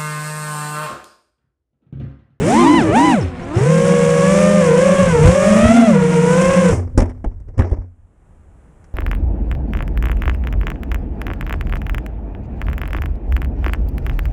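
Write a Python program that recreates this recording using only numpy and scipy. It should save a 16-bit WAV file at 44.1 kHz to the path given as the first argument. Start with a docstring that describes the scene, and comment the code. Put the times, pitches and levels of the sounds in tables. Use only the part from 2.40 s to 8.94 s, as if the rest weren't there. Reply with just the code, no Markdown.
"""Small drone cuts out and drops into the grass

Four motors whine as their three-blade propellers change speed, heard by a microphone on the craft: sines on
the orders of each shaft. Filtered noise makes the wash, blade-tip hiss and buffeting. The power is cut just
above the grass; the frame thuds, bounces and rings (decaying sines), stalks crack and drag (noise bursts and
a noise bed), and it comes to rest in a faint outdoor background, noise whose level falls and rises again."""
import sys
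import numpy as np
from scipy.fft import rfft, irfft, next_fast_len
from scipy.io import wavfile
from scipy.ndimage import uniform_filter1d, map_coordinates

SR = 44100
rng = np.random.default_rng(int(sys.argv[2]) if len(sys.argv) > 2 else 0)


def generate_wav(signal):
    """Clip the signal to [-1, 1] and save it as 16-bit WAV at the path in sys.argv[1]."""
    frames = np.transpose(np.atleast_2d(signal))
    scaled = np.clip(frames, -1, 1) * 32767
    pcm = np.round(scaled).astype(np.int16)
    wavfile.write(sys.argv[1], SR, pcm)


N = 288408
CUT_S = 4.335  # the motors have lost all power by now


def amp(db):
    """Decibels to a linear gain."""
    return 10 ** (np.asarray(db) / 20)


def curves(rows):
    """One value per sample for each column after the time, joined by straight lines."""
    s, *cols = np.transpose(rows)
    return [np.interp(np.arange(N) / SR, s, c) for c in cols]


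def wobble(rate):
    """A smooth random curve with rate knots a second."""
    steps = np.arange(0, N + 16, 16)  # computed every 16 samples, then joined
    knots = rng.standard_normal(int(N * rate / SR) + 4)
    return np.interp(np.arange(N), steps, map_coordinates(knots, [steps * rate / SR]))


def noise(spectrum, size=N):
    """Noise of rms 1, shaped by (Hz, relative dB) points joined on a log frequency axis."""
    m = next_fast_len(size + 4096)
    hz, db = np.transpose(spectrum)
    log_hz = np.log(np.fft.rfftfreq(m, 1 / SR) + 1)
    gain = amp(np.interp(log_hz, np.log(hz + 1), db, left=-120, right=-120))
    x = irfft(rfft(rng.standard_normal(m)) * gain, m)[:size]
    return x / np.std(x)


def background():
    """Faint outdoor noise, a low rumble and a broad field sound, heard once the motors are silent."""
    # Background level after the crash, dropping and then rising again.
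    # Each row: time in seconds, rumble level in dB, field level in dB.
    background_levels = [(4.5, -29, -52), (5.0, -35, -63.5), (5.45, -46, -65), (5.7, -54.5, -59.5),
                         (6.1, -47, -54.5), (6.54, -41, -51)]
    # Colour of the field. Each row: frequency in Hz, relative level in dB.
    field_spectrum = [(90, -24), (150, -2), (250, -10.5), (700, -17), (1500, -25), (2800, -37), (4600, -51),
                      (7500, -37.5), (10000, -41), (12000, -57), (15000, -58)]
    rumble_db, field_db = curves([(4.4, -93, -92)] + background_levels)
    rumble_spectrum = [(20, -5.5), (45, -3.0), (90, -5.5), (160, -24.5), (250, -38.0)]
    rumble = amp(rumble_db + 2.8 * wobble(8.3)) * noise(rumble_spectrum)
    field = amp(field_db + 0.85 * wobble(9)) * noise(field_spectrum)
    return rumble + field


def stalks_drag():
    """Dry stalks scrape along the frame: unsteady noise that swells and fades with each slide."""
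    # Each row: moment of the loudest scrape in seconds, level in dB, fade in dB per second.
    slides = [(4.33, -19.5, 170), (4.68, -42.5, 126), (4.9, -55.5, 48), (5.09, -53.5, 10), (5.231, -31, 88)]
    rise_db_per_s, end_s = 297.5, 5.42
    now = np.arange(N) / SR
    drag_db = np.max([db - np.maximum(fade * (now - s), rise_db_per_s * (s - now))
                      for s, db, fade in slides], axis=0)
    drag_db = drag_db - 150 * np.maximum(now - end_s, 0)  # extra fade after the last slide
    spectrum = [(150, -2.5), (400, 8), (1000, -9.0), (2200, -20.5), (3500, -49), (5500, -28.0), (9000, -53.0)]
    return amp(drag_db + 4.2 * wobble(90)) * noise(spectrum)


def stalks_crack():
    """Blades and stalks crack: each is a dying crunch of bright snap, treble fizz and dull body."""
    # Each row: start in seconds, relative level in dB, body and treble in dB over that level.
    cracks = [(4.526, -58, 14, -20), (4.576, -16, 16.5, -2.5), (4.585, -25.5, 18, -11),
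              (4.6002, -21, 0, -5.5), (4.6189, -21.5, 12, -9), (4.6543, -31, 14, -11),
              (4.693, -33.5, 10, -11), (4.715, -46, 11, -22), (4.761, -56, 17, -28),
              (4.8419, -31.5, 20.5, -14), (4.9138, -50, 19.5, -17), (5.001, -54, 15, -1),
              (5.0837, -45, 11, -11), (5.178, -31, 4, -7.5), (5.1901, -17, 9.5, -17),
              (5.206, -28.5, 11, -19), (5.2188, -23, -5, -20.5), (5.2446, -33, 17, -24),
              (5.27, -44, 14, -12), (5.2968, -42, 18, -10), (5.312, -34.5, 17.5, -13),
              (5.3297, -37, 18.5, -13), (5.368, -44.5, 23, -14), (5.44, -52, 16, -22),
              (6.4417, -44, -6, -4)]
    # Colours of the snap, treble and body. Each row: frequency in Hz, relative level in dB.
    snap_spectrum = [(600, -12), (900, -3.5), (2000, -5), (2600, -16.5), (4000, -26.5)]
    fizz_spectrum = [(3500, -24.5), (5000, -11.5), (5500, -4), (6100, -9), (9500, -12), (11400, -30),
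                     (15000, -45.5)]
    body_spectrum = [(150, -17), (250, -5), (500, -12.5), (1000, -23.5), (1500, -57.5)]
    x, t = np.zeros(N + SR), np.arange(SR // 5 * 2) / SR
    grit = np.pad(amp(3 * wobble(450)), (0, SR))  # each crunch is many small breaks
    for s, db, body_db, fizz_db in cracks:
        start = round(s * SR)
        length = amp(0.2 * (db + 24))  # faint cracks die sooner
        fizz = amp(fizz_db - 60 * t / 0.23) * noise(fizz_spectrum, size=len(t))
        bright = noise(snap_spectrum, size=len(t)) + fizz
        snap = amp(-60 * t / (0.083 * length)) * bright * (1 - np.exp(-t / 0.0013))
        snap = snap * grit[start:][:len(t)]
        body = amp(body_db - 60 * t / (0.12 * length)) * noise(body_spectrum, size=len(t))
        body = body * (1 - np.exp(-t / 0.0015))
        x[start:][:len(t)] += amp(db - 6.5) * (snap + body)
    return x[:N]


def thuds():
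    """The frame meets the ground: each impact is one slow push and a ring of the frame's modes."""
    # Each row: start in seconds, relative push level in dB, push frequency in Hz, relative ring level in dB.
    impacts = [(4.319, -13.5, 70.4, -11.5), (4.37, -32, 60, -10.5), (4.546, -32, 90, -15),
               (4.577, 5.5, 50.2, -8), (4.604, 0, 45, -9), (4.632, -21, 60, -30), (4.86, -4, 39.8, -26),
               (5.088, -17, 40, -33.5), (5.173, -30, 120, -10.5), (5.192, 4.5, 84.3, -14.5),
               (5.219, -6.5, 60, -14), (5.318, 0.5, 61, -30), (5.385, -8.5, 50, -30),
               (5.44, -28, 59.6, -38)]
    # Modes of the frame. Each row: frequency in Hz, relative level in dB, time to fall 60 dB in seconds.
    frame_modes = [(89, 2.5, 0.36), (249, -13, 0.52), (519, -18.5, 0.2)]
    x, t = np.zeros(N + SR), np.arange(SR // 5 * 2) / SR
    for s, push_db, hz, ring_db in impacts:
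        push = amp(push_db + 7.5 - 13 * (t * hz) ** 1.2) * np.sin(2 * np.pi * hz * t)
        push = push * (1 - np.exp(-t * hz / 0.31))
        # every impact strikes the modes a little differently
        ring = sum(amp(db + rng.normal(0, 1.3) - 60 * t / t60) * np.sin(2 * np.pi * f * t)
                   for f, db, t60 in frame_modes)
        ring = ring * (1 - np.exp(-t / .006))
        x[round(s * SR):][:len(t)] += push / 2 + amp(ring_db) * ring
    return x[:N]


def air(chop, running):
    """Propeller wash buffets the microphone, rasps round the frame and hisses off the tips at each blade pass."""
    # Blade-tip hiss. Each row: time in seconds, base level in dB.
    tip_hiss = [(0.0, -42), (0.08, -31.5), (0.14, -29.5), (0.41, -37.5), (0.52, -43.5), (0.56, -33),
                (0.71, -33.5), (0.94, -62), (1.14, -49.5), (1.16, -42.5), (1.24, -34.5), (2.06, -30),
                (2.22, -34), (2.56, -32), (2.82, -34.5), (2.88, -30), (3.34, -31.5), (3.58, -39),
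                (4.02, -31.5), (4.31, -33.5)]
    # Wash hits the microphone. Each row: centre in seconds, level in dB, half length in seconds.
    gust_hits = [(0, -25.5, .04), (.3, -32.5, .05), (0.5, -25.5, .04), (.84, -45.5, .04), (1.002, -43, .06),
                 (1.181, -23, .03), (2.68, -20.5, .1), (2.869, -6.5, .04), (3.12, -27, .1),
                 (3.259, -17.5, .04), (4.103, -34, .08), (4.331, -20, .04), (4.47, -29, .06)]
    # Colours of the buffet, wash and hiss. Each row: frequency in Hz, relative level in dB.
    buffet_spectrum = [(20, -2.5), (40, -2.5), (90, 5.5), (130, 3.5), (200, -20.5)]
    wash_spectrum = [(59, -45.5), (100, -18.5), (156, -9.5), (180, 2.5), (202, -6.5), (273, -18.5),
                     (532, -12.5), (698, -19.5), (2270, -24), (4500, -39), (5850, -88), (9900, -120)]
    hiss_spectrum = [(2060, 4), (3500, -9), (4040, -21.5), (4520, -10), (5580, -1), (7570, -0.5),
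                     (9300, -3.5), (9780, -6.5), (11600, -26), (12800, -26.5), (14500, -28.5), (15500, -34)]
    t = np.arange(N) / SR
    hiss_db = curves(tip_hiss)[0] - 265 * np.maximum(t - CUT_S, 0)  # fades as the blades coast to rest
    gusts = sum(amp(db) * np.exp(-((t - s) / half) ** 2) for s, db, half in gust_hits)
    thrust = uniform_filter1d(running, size=SR // 16)  # the wash collapses with the thrust
    swell = wobble(18)  # shared by wash and hiss
    buffet = (amp(-34) * thrust + gusts) * amp(1.5 * wobble(9.7)) * noise(buffet_spectrum)
    # the wash follows the hiss at half its dB, and each gust roughens it
    wash = amp(-27.5 + .5 * (hiss_db + 31.5)) + amp(-24) * gusts
    wash = thrust * wash * amp(5.5 + 0.56 * swell + 0.9 * wobble(120) + 2.65 * chop) * noise(wash_spectrum)
    hiss = amp(hiss_db + 0.76 * swell + 0.76 * wobble(250) + 2.6 * chop) * noise(hiss_spectrum)
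    return buffet + wash + hiss


def motor(speeds, levels, second_db, fall_db, whine_db):
    """Tones on the orders of one shaft, unsteady in the turbulent air, and the angle the shaft has turned."""
    inertia_s = .03  # the rotor's weight rounds every change of speed
    hover = 180  # shaft turns per second
    wander_db = 1.28  # slow drift of each tone
    speed = uniform_filter1d(curves(speeds)[0], size=round(inertia_s * SR))
    shake_db, blade_db, over_db = (db + wander_db * wobble(7) for db in curves(levels))
    fall_db = fall_db + 0.07 * np.log2(speed / hover)  # overtones fall slightly faster at speed
    # quick unevenness of the speed blurs the higher overtones most
    uneven_speed = speed * (1 + 0.002987 * wobble(25) + .008 * wobble(90))
    turn = 2 * np.pi * np.cumsum(uneven_speed) / SR

    def tone(order, db, rough_db):
        """A sine at a multiple of the shaft speed, with a flickering level."""
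        return amp(db + rough_db * wobble(35)) * np.sin(order * turn + 2 * np.pi * rng.random())

    # imbalance, its second order, and the tone of three blades passing
    x = tone(1, shake_db, 0.17) + tone(2, blade_db + second_db, 3.1) + tone(3, blade_db, 0.46)
    for k in range(5):  # overtones of the blade tone, each flickering more than the one below
        order = 6 + 3 * k
        housing = 1 / (1 + (order * speed / 4300) ** 4) ** .5  # the housing dulls the treble
        x = x + tone(order, over_db - k * fall_db, 1.17 + .7 * k) * housing
    # the current rises while braking or speeding up
    current = np.tanh(uniform_filter1d(np.abs(np.gradient(speed)) * SR, size=900) / 500)
    smear = wobble(260)  # uneven switching blurs the whine
    for order, db in ((42, whine_db), (66, whine_db - 9)):
        # the magnets' whine shows where it crosses a housing resonance
        near = 1 / (1 + ((order * speed - 5400) / 350) ** 2)
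        x = x + near * (0.055 + current) * smear * tone(order, db, 4.3)
    return np.sqrt(2) * x, turn


def drone():
    """Four motors, silent within a few turns of the power cut, and the air that their blades chop."""
    # What each motor is told to do; 1 and 2 are nearest the microphone.
    # Each row: time in seconds, speed in shaft turns per second.
    speed_1 = [(0, 128), (.05, 160), (.19, 340), (.215, 354), (.3, 303), (.36, 236), (.435, 107),
               (.52, 104), (.555, 150), (.59, 255), (.655, 274), (.72, 258), (.76, 218), (.835, 88),
               (1, 78), (1.12, 100), (1.2, 130), (1.27, 162), (1.8, 160.5), (2, 172.5), (2.21, 173.5),
               (2.31, 154), (2.46, 178), (2.61, 182), (2.8, 154), (2.98, 184), (3.15, 187), (3.35, 227),
               (3.46, 224), (3.55, 156), (3.75, 155.5), (3.87, 149.5), (4.05, 166), (4.2, 171), (4.33, 152)]
    speed_2 = [(0, 82), (.05, 97), (.155, 170), (.27, 315), (.32, 342), (.375, 336), (.44, 203),
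               (.485, 187), (.525, 200), (.575, 307), (.605, 314), (.655, 340), (.715, 318), (.765, 212),
               (.82, 126), (1.13, 112), (1.2, 153), (1.3, 175), (1.51, 185), (1.79, 184), (2.05, 200.5),
               (2.19, 201), (2.29, 171), (2.35, 166), (2.45, 187.5), (2.64, 192), (2.79, 141), (2.95, 194),
               (3.27, 215), (3.37, 235), (3.46, 223), (3.55, 161), (3.65, 157), (3.83, 159), (4.09, 180),
               (4.21, 179), (4.33, 161)]
    speed_3 = [(0, 182), (0.199, 234.1), (.33, 311.4), (.5, 124.7), (.56, 229.8), (.65, 319.7),
               (.75, 224.3), (0.851, 89.66), (1.12, 80.4), (1.3, 157.5), (1.5, 183), (2.299, 181.2),
               (2.5, 200.9), (2.8, 152), (3, 197), (3.3, 232), (3.5, 233.1), (3.58, 186.4), (3.8, 173),
               (4.05, 189.2), (4.33, 187.5)]
    speed_4 = [(0, 200), (.15, 341.6), (0.239, 413), (0.348, 304.5), (0.449, 137), (1.151, 114.9),
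               (1.299, 200.5), (1.6, 211.5), (2.2, 226.9), (2.801, 177.8), (3.4, 262.6), (3.6, 218.1),
               (4.33, 214.6)]
    # How loud each motor is heard as the craft rolls and pitches.
    # Each row: time in seconds, then imbalance, blade tone and first overtone levels in dB.
    level_1 = [(0, -19, -19.5, -41), (.2, -12, -14, -28.5), (.27, -12, -20, -40.5), (.37, -18.5, -38, -55),
               (.44, -20, -15.5, -32), (.56, -27, -22.5, -40), (.7, -27, -22.5, -50.5),
               (.84, -18.5, -27.5, -47), (0.899, -30, -40, -46), (1.08, -53, -33.5, -40),
               (1.17, -23, -21.5, -34), (1.5, -18.5, -16, -43.5), (2.2, -17, -16.5, -34),
               (2.62, -18, -15, -27), (2.82, -23.5, -16, -34.5), (2.95, -18, -18.5, -32),
               (3.26, -19.5, -14, -29.5), (3.46, -17.5, -26.5, -34.5), (3.58, -17, -22.5, -34),
               (3.9, -23, -25, -32), (4.32, -25.5, -15.5, -30.5)]
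    level_2 = [(0, -35, -32, -50), (.07, -22, -16, -32.5), (.2, -29, -25.5, -46), (.27, -29, -13.5, -27),
               (.33, -14, -18, -27.5), (0.389, -13.5, -17, -24.5), (.46, -32, -30, -35.5),
               (.56, -26.5, -13, -24.5), (.74, -15, -18.5, -27.5), (.84, -44, -30, -42),
               (.88, -50, -47, -54), (1.11, -46, -36, -37), (1.3, -37, -18, -29), (1.8, -20, -17, -26.5),
               (2.18, -15, -15.5, -28), (2.4, -35.5, -16.5, -30.5), (2.82, -13, -18.5, -28.5),
               (3.12, -28, -16.5, -30), (3.26, -30.5, -22.5, -26), (3.38, -8.5, -16.5, -28.5),
               (3.55, -36, -18, -32.5), (4.08, -20.5, -14.5, -25.5), (4.32, -14, -15.5, -29.5)]
    level_3 = [(0, -47, -32, -52), (.1, -34, -27, -52), (.16, -11.5, -36.5, -54.5),
               (.4, -15.5, -40.5, -58.5), (.5, -40, -16.5, -30.5), (.56, -13, -45.5, -57.5),
               (.75, -15.5, -50.5, -52), (.85, -39, -33.5, -43.5), (1.1, -50, -44, -50),
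               (1.17, -14, -30, -45), (1.7, -21.5, -29, -66), (1.85, -34.5, -31.5, -53),
               (2.5, -18, -24.5, -36), (2.75, -38, -24.5, -39.5), (3.1, -12.5, -23.5, -38.5),
               (3.5, -13, -30.5, -39), (3.9, -17.5, -39, -45), (4.33, -18, -27, -36.5)]
    level_4 = [(0, -26.5, -41, -54), (.22, -27.5, -27, -32.5), (.32, -23.5, -25, -37),
               (.45, -41, -37.5, -46.5), (1.15, -49.5, -40.5, -50.5), (1.35, -20, -47, -53),
               (1.7, -30.5, -43, -58), (1.85, -52.5, -47, -49), (3.1, -30.5, -41.5, -42),
               (3.4, -11.5, -27.5, -40), (3.6, -42.5, -40.5, -46), (4.33, -42, -40, -54)]
    # One row per motor: second order relative to the blade tone in dB,
    # fall per overtone in dB at hover speed, relative magnet whine level in dB.
    voices = [(-25.5, 4.5, -42), (-17, 5.5, -43), (-13.5, 4.5, -49), (-15.5, 4.5, -49)]
    speeds = (speed_1, speed_2, speed_3, speed_4)
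    levels = (level_1, level_2, level_3, level_4)
    motors = [motor(speed, level, *voice) for speed, level, voice in zip(speeds, levels, voices)]
    running = np.clip((CUT_S - np.arange(N) / SR) / 0.036, 0, 1)  # 36 ms fade
    chop = running * sum(np.sin(3 * turn) for _, turn in motors[:2])  # three blades on the near motors
    return running * sum(x for x, _ in motors) + air(chop, running)


def scene():
    """The outdoor background, the crash into the grass and the drone, as one channel."""
    crash = stalks_drag() + stalks_crack() + thuds()
    return (background() + crash + drone())[None]


def record(dry):
    """Peaks are rounded off near full scale; nothing is kept above the band limit."""
    top_hz = 15150
    x = dry / (1 + np.abs(dry / .97) ** 5) ** (1 / 5)
    m = next_fast_len(N + 4096)
    # ramp from the end back to the start, so the filter sees no jump
    padded = np.pad(x, ((0, 0), (0, m - N)), "linear_ramp", end_values=x[0, 0])
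    return irfft(rfft(padded) * (np.fft.rfftfreq(m, 1 / SR) < top_hz), m)[:, :N]


dry = scene()
out = record(dry)
generate_wav(out)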